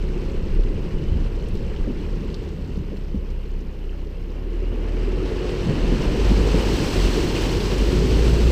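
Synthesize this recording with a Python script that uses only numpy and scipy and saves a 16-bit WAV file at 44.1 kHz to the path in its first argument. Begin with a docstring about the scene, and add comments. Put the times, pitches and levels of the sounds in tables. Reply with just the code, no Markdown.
"""An engine plods near idle over a low rumble of tyres: a pickup wades along a shallow stony river.
Each engine firing feeds a deep tone with overtones and shakes the body panels; later it pulls harder.
Shaped noise makes the tyre rumble, and short fading rings make the knocks of river stones.
Ringing bubbles and noise make the water, which swells from trickle and drips to a bow wave of spray.
Single splashes, two faint gliding whistles and a soft hiss complete the scene."""
import sys
import numpy as np
from scipy import signal
from scipy.fft import rfft, irfft, next_fast_len
from scipy.io import wavfile

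SR = 44100
rng = np.random.default_rng(int(sys.argv[2]) if len(sys.argv) > 2 else 0)


def waveform_to_disk(signal):
    """Save audio, clipped to [-1, 1], as 16-bit WAV at the path in sys.argv[1]."""
    frames = np.transpose(np.atleast_2d(signal))
    scaled = np.clip(frames, -1, 1) * 32767
    samples = np.round(scaled).astype(np.int16)
    wavfile.write(sys.argv[1], SR, samples)


N = 375291   # length of the scene in samples


def from_db(db):
    """Turn decibels into a gain."""
    return 10 ** (np.asarray(db) / 20)


def rms_one(x):
    """Scale a sound to unit power."""
    return x / np.sqrt(np.mean(x ** 2) + 1e-20)


def in_time(rows):
    """Draw straight lines between the rows of a table: one curve per column, sample by sample."""
    seconds, *columns = np.transpose(rows)
    return [np.interp(np.arange(N) / SR, seconds, column) for column in columns]


def drift(rate):
    """Random wander of spread 1; a higher rate (Hz) wanders faster."""
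    # computed at every 40th sample; the first 2000 values only let the filter settle
    r = np.exp(-80 * np.pi * rate / SR)
    noise = rng.standard_normal(N // 40 + 2002)
    slow = signal.lfilter([1], [1, -2 * r, r * r], noise)[2000:]
    return np.interp(np.arange(N) / 40, np.arange(len(slow)), rms_one(slow))


def colour(x, spectrum):
    """Filter a sound by a smooth curve over pitch, fading beyond its ends; unit power."""
    size = next_fast_len(N)
    hz, db = np.transpose(spectrum)
    bins = np.maximum(np.arange(size // 2 + 1) * SR / size, 1)
    gain = from_db(np.interp(np.log(bins), np.log(hz), db))
    gain *= np.minimum(bins / hz[0], 1)
    gain *= np.minimum(hz[-1] / bins, 1) ** 2
    return rms_one(irfft(rfft(x, size) * gain, size)[:N])


def resonance(x, hz, width):
    """Let a sound ring at one pitch: a two-pole resonance with gain 1 at its peak."""
    r = np.exp(-np.pi * width / SR)
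    poles = [1, -2 * r * np.cos(2 * np.pi * hz / SR), r * r]
    return signal.lfilter(np.array([1, 0, -1]) * (1 - r * r) / 2, poles, x + 1e-18)


def add(out, s, sound):
    """Mix a short sound in at time s (seconds)."""
    at = max(int(s * SR), 0)
    out[at:at + len(sound)] += sound[:N - at]


def bubbles(per_s, low_hz, high_hz, sharpness, spread_db, count):
    """Bubbles and drops of random size, each ringing briefly at one of many pitches; unit power."""
    sizes = from_db(spread_db * np.minimum(rng.exponential(1, N), 4.5)) * rng.choice([-1, 1], N)
    # dividing by the root of the rate keeps dense and sparse bubbles equally strong
    clicks = sizes * (rng.random(N) < per_s / SR) / np.sqrt(per_s)
    dealt = rng.integers(0, count, N)
    pitches = np.geomspace(low_hz, min(high_hz, SR / 2), count)
    return rms_one(sum(resonance(clicks * (dealt == k), hz, hz / sharpness)
                       for k, hz in enumerate(pitches)))


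# How fast the engine turns. Each row: time in seconds, firings per second.
ENGINE_SPEED = [(0, 33.1), (.85, 31.7), (1.09, 34.5), (1.99, 33.6), (2.3, 36.5), (2.96, 32.9), (3.75, 31.8),
                (4.1, 32.2), (4.3, 34.4), (4.52, 38.2), (5.12, 40.4), (5.28, 44), (5.58, 45.6),
                (5.76, 39.4), (6.03, 40.5), (6.24, 48.6), (6.71, 48.8), (7.16, 42.9), (7.75, 46.2),
                (8.1, 54.6), (8.51, 58.5)]
# How loud the deep firing tone is, with its brief dips. Each row: time in seconds, level in dB.
FIRING_TONE = [(0, -21), (.45, -29), (.62, -16.5), (.78, -37), (.97, -27), (1.06, -31), (1.2, -20.5),
               (1.4, -31), (2.2, -27), (2.48, -33), (2.85, -31.5), (3.3, -25), (4.05, -31), (4.62, -23.5),
               (5.13, -22), (5.3, -25.5), (5.7, -29.5), (5.87, -17), (6.13, -30), (6.28, -16.5),
               (6.55, -19.5), (6.78, -23.5), (6.92, -31), (7.03, -16), (7.2, -27.5), (7.5, -22),
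               (7.64, -28), (7.8, -18), (8.06, -22.5), (8.25, -16.5), (8.51, -16)]
# How loud the panels drone. Each row: time in seconds, level in dB.
DRONE = [(0, -33), (.9, -39.5), (2.2, -41.5), (2.7, -47), (3.4, -61), (4.1, -52), (4.42, -41), (4.9, -35.5),
         (5.4, -30.5), (5.8, -37.5), (6.4, -31.5), (7.1, -32.5), (7.65, -38), (8.0, -29), (8.51, -28.5)]
# Exhaust overtones. Each row: multiple of the firing rate, relative level in dB.
OVERTONES = [(2, -1), (3, -12), (4, -14.5), (5, -18), (6, -12.5)]
# Body panels that the engine shakes. Each row: pitch in Hz, width in Hz, relative level in dB.
PANELS = [(160.5, 9.8, -4), (194, 12, -5), (248.6, 6.2, 0.5), (302, 19, -4.5), (349.8, 36, 2.5),
          (370.4, 17.6, 7), (427, 28, -1), (510, 38, -7.5), (562, 45, -12.5)]
IDLE_HZ, IDLE_TONE_DB = 32, -28   # firings per second and firing tone at idle
# overtones: base level at idle (dB), dB per dB of firing tone, dB per octave of revs
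OVERTONE_DB, OVERTONE_FOLLOWS, OVERTONE_DB_PER_OCTAVE = -35.5, 0.3, -0.5
# flutter of the firing tone: spread on a smooth bed (dB), added spread per dB of rumble
FLUTTER_DB, FLUTTER_FOLLOWS = 0.4, 0.05


def engine(uneven_db=3.0, rough=0.16, waver_db=1.5):
    """Four cylinders fire in turn: a deep exhaust tone, its overtones, and a drone from the panels."""
    firing_hz, = in_time(ENGINE_SPEED)
    tone_db, = in_time(FIRING_TONE)
    drone_db, = in_time(DRONE)
    overtone_db = OVERTONE_DB + OVERTONE_FOLLOWS * (tone_db - IDLE_TONE_DB)
    overtone_db += OVERTONE_DB_PER_OCTAVE * revs()
    flutter_db = FLUTTER_DB + FLUTTER_FOLLOWS * bumpiness()
    firings = np.cumsum(firing_hz * (1 + .004 * drift(6))) / SR   # running count, slightly unsteady
    tone = from_db(tone_db + flutter_db * drift(2.9)) * np.sin(2 * np.pi * firings)
    overtones = np.zeros(N)
    for multiple, db in OVERTONES:
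        wave = np.sin(2 * np.pi * (round(multiple) * firings + rng.random()))
        overtones += from_db(db + waver_db * drift(2.2)) * wave
    # each cylinder has its own strength, and no two firings are quite alike
    at = np.flatnonzero(np.diff(np.floor(firings)))
    cylinders_db = np.array([0.19, -0.86, 0.71, -1.7]) * uneven_db
    kicks = np.zeros(N)
    kicks[at] = from_db(np.resize(cylinders_db, len(at))) * (1 + rough * rng.standard_normal(N)[at])
    # neighbouring panels swing in opposite directions
    drone = rms_one(sum((-1) ** k * from_db(db) * resonance(kicks, hz, width)
                        for k, (hz, width, db) in enumerate(PANELS)))
    drone = signal.sosfilt(signal.butter(8, 620, fs=SR, output="sos"), drone)
    return np.sqrt(2) * (tone + from_db(overtone_db) * overtones) + from_db(drone_db) * drone


def revs():
    """Engine speed in octaves above idle."""
    return np.log2(in_time(ENGINE_SPEED)[0] / IDLE_HZ)


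# How rough the river bed is under the tyres. Each row: time in seconds, rumble level in dB.
BED = [(0, -31), (.45, -28.5), (1.85, -29.5), (2.1, -31), (2.82, -30.5), (3.05, -38), (4.05, -41),
       (4.6, -38), (5.0, -31), (5.55, -30), (5.85, -24.5), (6.65, -23.5), (7.15, -24.5), (7.6, -24.5),
       (8.0, -20.5), (8.51, -23)]
# How strongly the truck rocks. Each row: time in seconds, level in dB.
SWAY = [(0, -34), (.4, -25), (1.0, -29), (1.7, -22), (2.4, -40), (3.0, -39), (3.7, -33.5), (4.15, -36),
        (4.6, -39), (5.4, -51), (5.9, -29), (6.5, -30), (7.5, -38), (8.51, -27)]
# Tone colours of the rumble and the rocking. Each row: pitch in Hz, relative level in dB.
RUMBLE_SPECTRUM = [(10, -37), (18, -12), (30, -8), (60, -6), (80, -8.5), (105, -12), (160, -10),
                   (230, -16.5), (400, -44)]
SWAY_SPECTRUM = [(8, -16), (19, 0), (28, -1.5), (52, -10), (75, -17), (120, -32)]
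# Big stones knock under the tyres. Each row: start in seconds, knock level in dB, ring pitch in Hz,
# crunch level in dB.
KNOCKS = [(0.431, -19.5, 70.5, -48), (1.117, -16.5, 84.5, -37), (1.154, -13.5, 59.6, -45),
          (1.872, -19.5, 223, -26), (1.897, -20.5, 240, -30), (2.584, -27, 167, -38),
          (2.772, -20.5, 182, -35), (2.796, -23, 135, -42), (2.918, -29, 320, -31),
          (2.934, -35, 387, -30.5), (3.143, -18.5, 204, -29), (3.172, -19, 61.5, -33),
          (5.668, -19, 167, -21), (5.689, -12, 145, -19), (5.834, -24, 210, -21), (5.92, -14, 244, -25),
          (6.304, -11, 211, -19), (6.428, -23, 144, -23), (6.54, -20, 179, -17.5), (6.622, -20, 130, -39),
          (7.464, -20, 165, -23), (7.804, -18.5, 213, -34)]
# How a knock rings through the suspension. Each row: multiple of the ring pitch, relative level in dB,
# time to fade by 60 dB in seconds.
KNOCK_MODES = [(.75, -14, .07), (1, 5.5, 0.094), (1.22, -1, 0.078), (1.7, -13, 0.09), (2.3, -17, 0.042)]
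SMOOTH_BED_DB = -38   # rumble on a smooth bed
# a shifting stone grinds on its neighbours, muffled by the water: band (Hz), decay (s)
CRUNCH_LOW_HZ, CRUNCH_HIGH_HZ, CRUNCH_DECAY_S = 167, 507, 0.012


def tyres(lurch_db=1.0):
    """Cobbles shake and rock the truck as noise; big stones shift with a crunch and a dull ringing knock."""
    rumble_db, = in_time(BED)
    sway_db, = in_time(SWAY)
    rumble = colour(rng.standard_normal(N), RUMBLE_SPECTRUM)
    out = from_db(rumble_db + lurch_db * drift(1.8)) * rumble
    out += from_db(sway_db) * colour(rng.standard_normal(N), SWAY_SPECTRUM)
    t = np.arange(SR // 4) / SR
    muffled = signal.butter(4, [CRUNCH_LOW_HZ, CRUNCH_HIGH_HZ], "band", fs=SR, output="sos")
    soft_start = (1 - np.exp(-t / 0.0025)) ** 2   # rubber softens the blow
    for s, db, hz, crunch_db in KNOCKS:
        ring = sum(from_db(mode_db - 60 * t / t60) * np.sin(2 * np.pi * hz * ratio * t)
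                   for ratio, mode_db, t60 in KNOCK_MODES)
        grind = rms_one(signal.sosfilt(muffled, rng.standard_normal(len(t))))
        crunch = grind * np.exp(-t / CRUNCH_DECAY_S)
        add(out, s, from_db(db) * ring * soft_start + from_db(crunch_db) * crunch)
    return out


def bumpiness():
    """How much rougher the bed is than a smooth one, in dB."""
    return in_time(BED)[0] - SMOOTH_BED_DB


# How much water the truck pushes aside. Each row: time in seconds, wash level in dB.
FLOW = [(0, -47.5), (2.25, -48.5), (2.6, -51), (3.15, -53), (4.15, -53.5), (4.5, -51), (4.85, -46),
        (5.3, -41.5), (6.2, -37), (6.62, -34.5), (7.4, -36), (7.57, -37), (8.51, -37)]
# The bow wave breaks against the front. Each row: time in seconds, swell in dB.
BREAKERS = [(6.55, 0.5), (6.75, 0.5), (7.08, 1.2), (7.41, 2)]
# Tone colours of churn, wash and spray. Each row: pitch in Hz, relative level in dB.
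CHURN_SPECTRUM = [(70, -17), (120, -5), (170, -9), (260, 1.5), (360, 2.5), (450, 1), (520, -5.5),
                  (580, -7.5), (650, -25), (900, -21)]
WASH_SPECTRUM = [(300, -37), (600, 5.5), (880, 3.5), (1080, 1), (1250, -2), (2000, -4.5), (2650, -9),
                 (3100, -9.5), (3400, -15.5), (5000, -14.5), (9000, -28.5)]
SPRAY_SPECTRUM = [(900, -0.5), (2000, -10), (3200, -4), (4300, 0), (5600, -3), (8000, -8), (9500, -19),
                  (11500, -23), (13600, -19.5), (15500, -21)]
GENTLE_WASH_DB = -49
# churn: base level for a gentle wash on a smooth bed (dB), dB per dB of wash
CHURN_DB, CHURN_FOLLOWS = -38.5, 0.68
CHURN_PER_BED_DB = 0.2487   # a rough bed stirs the water more: dB per dB of rumble
# spray: base level for a gentle wash at idle (dB), dB per dB of wash
SPRAY_DB, SPRAY_FOLLOWS = -57, 1.344
SPRAY_DB_PER_OCTAVE = 3   # faster wheels fling more spray; follows the revs
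CHURN_LEAD_S, SPRAY_LAG_S = 0.15, 0.29   # water churns under the body first; the spray builds up later
# a strong bow wave breaks into mist: delay (s), surge where it starts (dB), further surge to full mist (dB)
MIST_LAG_S, MIST_FROM_DB, MIST_RANGE_DB = 0.84, 2.5, 8.5
BREAKER_S = 0.065   # time each breaker takes to swell and to fade


def water(slosh_db=0.71, dull_hz=8500):
    """Big air pockets gurgle under the body, the wash rushes along the sides, drops patter down."""
    wash_db, = in_time(FLOW)
    churn_db = CHURN_DB + CHURN_FOLLOWS * surge(-CHURN_LEAD_S) + CHURN_PER_BED_DB * bumpiness()
    spray_db = spray_level()
    slosh = breakers() + slosh_db * drift(18)   # wavelets lift wash and spray together
    gurgle = bubbles(1400, 108.0, 675.0, sharpness=9.6, spread_db=1.5, count=20)
    churn = from_db(churn_db) * colour(gurgle + 0.78 * rng.standard_normal(N), CHURN_SPECTRUM)
    froth = bubbles(2500, 886, 4170, sharpness=11.6, spread_db=3.0, count=24)
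    wash = from_db(wash_db + slosh) * colour(froth + 3 * rng.standard_normal(N), WASH_SPECTRUM)
    # the more water is thrown, the denser the drops, until they merge into a hiss
    drops_per_s = 1600 * from_db(spray_db + 57.0 + 2.5 * drift(15))
    drops = bubbles(drops_per_s, 1513, 17300, sharpness=8.7, spread_db=2.5, count=22)
    spray = colour(drops + rng.standard_normal(N), SPRAY_SPECTRUM)
    # a gentle wash is dull; only a strong bow wave breaks into fine bright mist
    dull = signal.sosfilt(signal.butter(1, dull_hz, fs=SR, output="sos"), spray)
    mist = np.clip((surge(MIST_LAG_S) - MIST_FROM_DB) / MIST_RANGE_DB, 0, 1)
    return churn + wash + from_db(spray_db + slosh) * (mist * spray + (1 - mist) * dull)


def surge(lag_s):
    """How far the wash stood above a gentle one lag_s earlier, in dB."""
    seconds, db = np.transpose(FLOW)
    return np.interp(np.arange(N) / SR - lag_s, seconds, db) - GENTLE_WASH_DB


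def spray_level():
    """The spray swells later and more steeply than the wash, and with the revs; in dB."""
    return SPRAY_DB + SPRAY_FOLLOWS * surge(SPRAY_LAG_S) + SPRAY_DB_PER_OCTAVE * revs()


def breakers():
    """Each breaking crest briefly swells the water; in dB."""
    t = np.arange(N) / SR
    return sum(db * np.exp(-((t - s) / BREAKER_S) ** 2) for s, db in BREAKERS)


# Single splashes at set times. Each row: start in seconds, level in dB, centre in Hz, width in Hz.
SPLASHES = [(.635, -47, 3900, 3000), (.766, -48, 2750, 700), (.906, -44, 1970, 600),
            (1.485, -49, 6000, 8000), (1.54, -56, 13000, 3000), (1.552, -46.5, 4470, 4500),
            (1.572, -47, 4500, 2500), (1.762, -46, 3230, 2000), (2.3, -45, 4490, 2000),
            (2.343, -36, 4370, 1800), (2.771, -50, 4800, 3000), (2.969, -47, 4000, 3000),
            (3.302, -51, 5100, 3000), (3.604, -52, 5200, 3000), (3.892, -50, 2750, 600),
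            (4.07, -54, 4900, 1800), (5.258, -41, 4200, 2500), (5.369, -42, 3800, 2500),
            (5.493, -41, 4000, 3000), (7.603, -36, 3500, 2500), (7.782, -37, 6600, 4000),
            (7.919, -37, 4000, 3000)]
# small plips fall at random: rate, level above the spray (dB), its spread (dB)
PLIPS_PER_S, PLIP_OVER_SPRAY_DB, PLIP_SPREAD_DB = 11, 4.5, 2
PLIP_LOW_HZ, PLIP_HIGH_HZ, PLIP_WIDTH_HZ = 3400, 6600, 1500
PLIP_CEILING_DB = -48   # limits the level before pitch and chance shift it
PLIP_DB_PER_OCTAVE = -7.5   # the smaller, higher plips are fainter


def splashes(decay_s=0.0056):
    """Single slaps and plips of water: a short fading burst of noise around one pitch."""
    out, t = np.zeros(N), np.arange(SR // 20) / SR
    plip_db = np.minimum(spray_level() + PLIP_OVER_SPRAY_DB, PLIP_CEILING_DB)
    plips = []
    for at in np.flatnonzero(rng.random(N) < PLIPS_PER_S / SR):
        hz = rng.uniform(PLIP_LOW_HZ, PLIP_HIGH_HZ)
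        db = plip_db[at] + PLIP_DB_PER_OCTAVE * np.log2(hz / PLIP_LOW_HZ)
        db += PLIP_SPREAD_DB * rng.standard_normal()
        plips.append((at / SR, db, hz, PLIP_WIDTH_HZ))
    for s, db, hz, width in list(SPLASHES) + plips:
        band = signal.butter(2, [hz - width / 2, hz + width / 2], "band", fs=SR, output="sos")
        burst = rms_one(signal.sosfilt(band, rng.standard_normal(len(t))))
        add(out, s, from_db(db) * burst * np.exp(-t / decay_s))
    return out


# Thin whistles from the engine bay glide up. Each row: start in seconds, length in seconds,
# level in dB, first pitch in Hz, last pitch in Hz.
WHISTLES = [(0.851, 0.4, -64, 2810, 3170), (4.58, .24, -63, 2620, 3230)]


def whistle(width_hz=45):
    """An airy, unsteady tone: a narrow band of noise that swells and fades as its pitch glides up."""
    out = np.zeros(N)
    for s, length, db, from_hz, to_hz in WHISTLES:
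        progress = np.clip((np.arange(N) / SR - s) / length, 0, 1)
        phase = 2 * np.pi * np.cumsum(from_hz + (to_hz - from_hz) * progress) / SR
        swell = np.sqrt(np.abs(np.sin(np.pi * progress)))
        airy_tone = drift(width_hz) * np.cos(phase) + drift(width_hz) * np.sin(phase)
        out += from_db(db) * swell * airy_tone
    return out


# Tone colour of the background hiss. Each row: pitch in Hz, relative level in dB.
HISS_SPECTRUM = [(1000, 9), (5000, 4.5), (8000, -5), (10000, -5), (13000, -3), (14300, 8), (14800, -7),
                 (15400, -20)]


def hiss():
    """A faint, steady hiss of filtered noise."""
    return from_db(-66.5) * colour(rng.standard_normal(N), HISS_SPECTRUM)


def scene():
    """The truck and the water around it, over a faint hiss."""
    return (engine() + whistle() + tyres() + water() + splashes() + hiss())[None]


# Peaks and dips that ripple the treble. 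Each row: pitch in Hz, width in Hz, boost or cut in dB.
TREBLE_RIPPLES = [(2760, 650, 7.5), (3940, 970, -1), (4200, 84, 3.5), (7060, 1500, -4.5), (7670, 300, 3),
                  (9300, 600, -1.5), (10200, 560, 2.5)]
CUTOFF_HZ = 15350


def record(dry):
    """Resonances added or subtracted in turn ripple the treble; a steep filter cuts the top."""
    for hz, width, db in TREBLE_RIPPLES:
        dry = dry + (from_db(db) - 1) * resonance(dry, hz, width)
    return signal.sosfilt(signal.ellip(12, .1, 90, CUTOFF_HZ, fs=SR, output="sos"), dry)


dry = scene()
out = record(dry)
waveform_to_disk(out)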